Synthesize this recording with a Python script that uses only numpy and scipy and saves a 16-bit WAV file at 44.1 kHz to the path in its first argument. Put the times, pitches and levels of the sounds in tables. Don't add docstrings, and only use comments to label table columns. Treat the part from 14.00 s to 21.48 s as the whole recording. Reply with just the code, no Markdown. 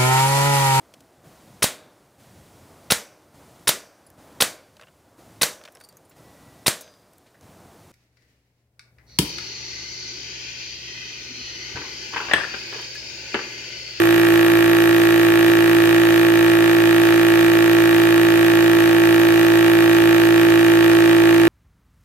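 import sys
import numpy as np
from scipy import signal
from scipy.fft import rfft, irfft, next_fast_len
from scipy.io import wavfile
from scipy.ndimage import uniform_filter1d

SR = 44100
rng = np.random.default_rng(int(sys.argv[2]) if len(sys.argv) > 2 else 0)


def store_pcm(level_fs):
    pcm = np.round(np.clip(level_fs, -1, 1) * 32767).astype(np.int16)
    wavfile.write(sys.argv[1], SR, np.atleast_2d(pcm).T)


N = 329862
TIME = np.arange(N) / SR
FREQS = np.fft.rfftfreq(next_fast_len(N, real=True), 1 / SR)
SIDE = np.array([[.5], [-.5]])

# (frequency [Hz], left minus right [dB])
AIR_SHADE = [(100, 0), (330, -1), (650, 2), (1100, 2), (2200, 0), (3100, -6), (4500, -2), (6500, 1),
             (8500, 6), (12300, 2), (15000, 0)]
# (frequency [Hz], level [dB])
FAN_RUSH = [(20, -87), (100, -65.5), (230, -68.5), (335, -53), (430, -63.5), (880, -65.5), (1020, -65.5),
            (1400, -63), (1850, -62), (2150, -64), (2400, -62.5), (2650, -68), (3500, -69.5), (5500, -78.5),
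            (13000, -84.5), (15000, -86)]
# (multiple of the crank rate, left level [dB], right level [dB])
PULSE_TONES = [(1, -49, -67), (2, -28.5, -30), (3, -34, -34), (4, -45, -35), (5, -52, -29.5),
               (7, -44.5, -26.5), (8, -36.5, -50), (9, -31, -41.5), (10, -38, -33.5), (11, -56, -32.5),
               (12, -30.5, -35), (13, -38, -39), (14, -47.5, -33)]
# (frequency [Hz], level [dB])
VALVE_HISS = [(1500, -71), (3400, -69.5), (5500, -74.5), (6500, -70.5), (7250, -75.5), (8300, -74),
              (9700, -80.5), (11400, -76.5), (12400, -72.5), (13400, -75), (14800, -90)]
# (place after the knock [turns], rise [turns], decay [turns], level [dB])
AIR_SPITS = [(0.768, 0.026, 0.12, 7.5), (.005, 0.064, 0.089, 6.5)]
# (time [s], level [dB])
PLATE_FADE = [(1.0, -22.5), (2.5, -25.5), (3.6, -24), (6.0, -25), (7.48, -29)]
# (frequency [Hz], half width [Hz], left level [dB], right level [dB])
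BODY_MODES = [(870.3, 41, -31.5, -40), (1146, 33.8, -31.5, -39), (1282, 150, -82, -39.5),
              (1361, 65, -62, -33), (1558, 10.7, -54, -28), (1625, 64, -32.5, -45), (1762, 136, -31.5, -39),
              (1896, 66, -43, -33), (1950, 25, -53, -63), (2327, 60, -54, -34), (2464, 80, -41, -36),
              (2682, 64, -51.5, -37.5), (2855, 25, -61, -37), (3056, 270, -73, -41.5),
              (3470, 72, -53.5, -44), (3773, 82, -48, -41.5), (4620, 760, -58, -53), (6100, 310, -65, -59),
              (8400, 750, -68, -76), (10540, 440, -58, -75), (12600, 730, -57.5, -69)]
# (place [turns], level [dB])
TURN_BLOWS = [(0, -1), (.446, -16), (.777, -16.5)]


def undb(db):
    return 10 ** (np.asarray(db) / 20)


def wander(rate_hz):
    hold = int(SR / rate_hz)
    steps = np.repeat(rng.standard_normal(N // hold + 1), hold)
    return np.sqrt(2) * uniform_filter1d(uniform_filter1d(steps, hold), hold)[:N]


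def shape(sound, gain):
    size = next_fast_len(N, real=True)
    return irfft(rfft(sound, size) * gain, size)[..., :N]


def air_colour(rows):
    def curve(table):
        hz, db = np.transpose(table)
        return np.interp(np.log(FREQS + 1), np.log(hz), db)
    return undb(curve(rows) + SIDE * curve(AIR_SHADE))


def noise(alike_below_hz):
    likeness = 1 / (1 + (FREQS / alike_below_hz) ** 2)
    shared, apart = shape(rng.standard_normal((2, N)), np.sqrt([1 + likeness, 1 - likeness]))
    return np.array([shared + apart, shared - apart]) * np.sqrt(SR) / 2


def crank_speed(empty_hz=56.0895, full_loss_hz=.5025, fill_s=12):
    pressure = 1 - np.exp(-TIME / fill_s)
    return empty_hz - full_loss_hz * pressure


def cooling_air(flutter_db=1.1, whistle_hz=2815, whistle_width_hz=35, whistle_db=(-64, -58)):
    whistle = undb(whistle_db)[:, None] / (1 + ((FREQS - whistle_hz) / whistle_width_hz) ** 2)
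    rush = noise(780) * undb(flutter_db * wander(150))
    return shape(rush, np.hypot(air_colour(FAN_RUSH), whistle))


def pumping(turn, growth_db=.6, level_db=-2, phase_rad=-2.63, lead_turns=.024):
    angle = 2 * np.pi * (turn + lead_turns)
    pulse = sum(undb(db)[:, None] * np.cos(multiple * angle + phase_rad) for multiple, *db in PULSE_TONES)
    return np.sqrt(2) * pulse * undb(level_db + growth_db * np.linspace(-1, 1, N))


def hum(turn, multiple=6, level_db=-13.5, swell_db=1.5, waver_db=.08, pan_db=-2.6, left_lead_rad=1):
    swell = swell_db * (TIME / TIME[-1]) ** 3.6
    gain = undb(level_db + swell + waver_db * wander(7.5) + pan_db * SIDE)
    angle = 2 * np.pi * multiple * turn + .85 + left_lead_rad * SIDE
    return np.sqrt(2) * gain * np.cos(angle)


def valve_spits(turn, level_db=-3, scatter_db=.9):
    power = 0
    for place, rise, decay, db in AIR_SPITS:
        since = (turn - place + .25) % 1 - .25
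        opening = np.where(since < 0, np.exp(-(since / rise) ** 2), np.exp(-since / decay))
        power = power + (opening * undb(db + scatter_db * wander(110))) ** 2
    return shape(noise(500) * np.sqrt(power), air_colour(VALVE_HISS)) * undb(level_db)


def valve_plate(turn, pitch_hz=12310, rise_s=.00052, decay_s=.0016, pan_db=3, left_lead_rad=1,
                seating_rad=1.4, scatter_db=1.1, room_db=-51, room_width_hz=170):
    slap = (turn + 1).astype(int)
    since_s = turn % 1 / crank_speed()
    seating, force = rng.standard_normal((slap[-1] + 1, 2))[slap].T
    attack = 1 - np.exp(-(since_s / rise_s) ** 2)
    envelope = attack * np.exp(-since_s / decay_s) * undb(scatter_db * force)
    phase = seating_rad * seating + left_lead_rad * SIDE
    tone = np.sqrt(2) * np.sin(2 * np.pi * pitch_hz * since_s + phase)
    room = shape(noise(500), undb(room_db) / (1 + ((FREQS - pitch_hz) / room_width_hz) ** 2))
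    fade_db = np.interp(TIME, *np.transpose(PLATE_FADE))
    return (envelope * tone + room) * undb(fade_db + pan_db * SIDE)


def body_ring(size=8192):
    hz, width, *levels_db = np.transpose(BODY_MODES)
    freqs = np.fft.rfftfreq(size, 1 / SR)
    peaks = (1 + ((freqs - hz[:, None]) / width[:, None]) ** 2) ** -2
    power = undb(levels_db) ** 2 @ peaks
    cepstrum = irfft(np.log(power))
    cepstrum[:, 0] /= 2
    cepstrum[:, size // 2:] = 0
    return irfft(np.exp(rfft(cepstrum)))[:, :size // 2]


def tone_drift(knock, thud_top_hz=1000, thud_gain_db=3.5, ring_top_hz=2300, ring_loss_db=1.1):
    progress = TIME / TIME[-1] - .5
    thud = shape(knock, 1 / (1 + (FREQS / thud_top_hz) ** 10))
    thud_and_ring = shape(knock, 1 / (1 + (FREQS / ring_top_hz) ** 10))
    ring, crack = thud_and_ring - thud, knock - thud_and_ring
    return thud * undb(thud_gain_db * progress) + ring * undb(-ring_loss_db * progress) + crack


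def piston_knocks(turn, jitter_s=1.2e-5, scatter_db=.5, level_db=.43, seated_s=.9, loose_lag_s=5e-5):
    turns = int(turn[-1]) + 1
    place, db = np.transpose(TURN_BLOWS)
    blow_turn = (np.arange(turns)[:, None] + place).ravel()
    timing, strength = rng.standard_normal((len(blow_turn), 2)).T
    blow_sample = np.interp(blow_turn, turn, np.arange(N), right=N + SR) + jitter_s * SR * timing
    loose = blow_sample < seated_s * SR
    blow_sample += loose * loose_lag_s * SR * rng.exponential(size=len(blow_turn))
    taps = blow_sample.astype(int)[:, None] + np.arange(-7, 9)
    offset = taps - blow_sample[:, None]
    clicks = np.sinc(offset) * np.sinc(offset / 8)
    force = undb(level_db + np.tile(db, turns) + scatter_db * strength) * N / turns / np.sqrt(2)
    blows = np.bincount(np.maximum(taps, 0).ravel(), (clicks * force[:, None]).ravel(), N)[:N]
    return signal.fftconvolve(blows[None], body_ring(), axes=1)[:, :N]


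def scene(left_lead_s=4e-5, treble_hz=9150, treble_db=2):
    turn = -.084 + np.cumsum(crank_speed()) / SR
    knocks = tone_drift(piston_knocks(turn))
    knocks = shape(knocks, np.exp(2j * np.pi * FREQS * SIDE * left_lead_s))
    treble_lift = 1 + (undb(treble_db) - 1) / (1 + (treble_hz / (FREQS + 1)) ** 4)
    machine = shape(knocks + valve_spits(turn) + cooling_air(), treble_lift)
    return machine + valve_plate(turn) + pumping(turn) + hum(turn)


def record(dry, top_hz=15650):
    return signal.sosfilt(signal.ellip(10, .2, 80, top_hz, fs=SR, output="sos"), dry)


dry = scene()
out = record(dry)
store_pcm(out)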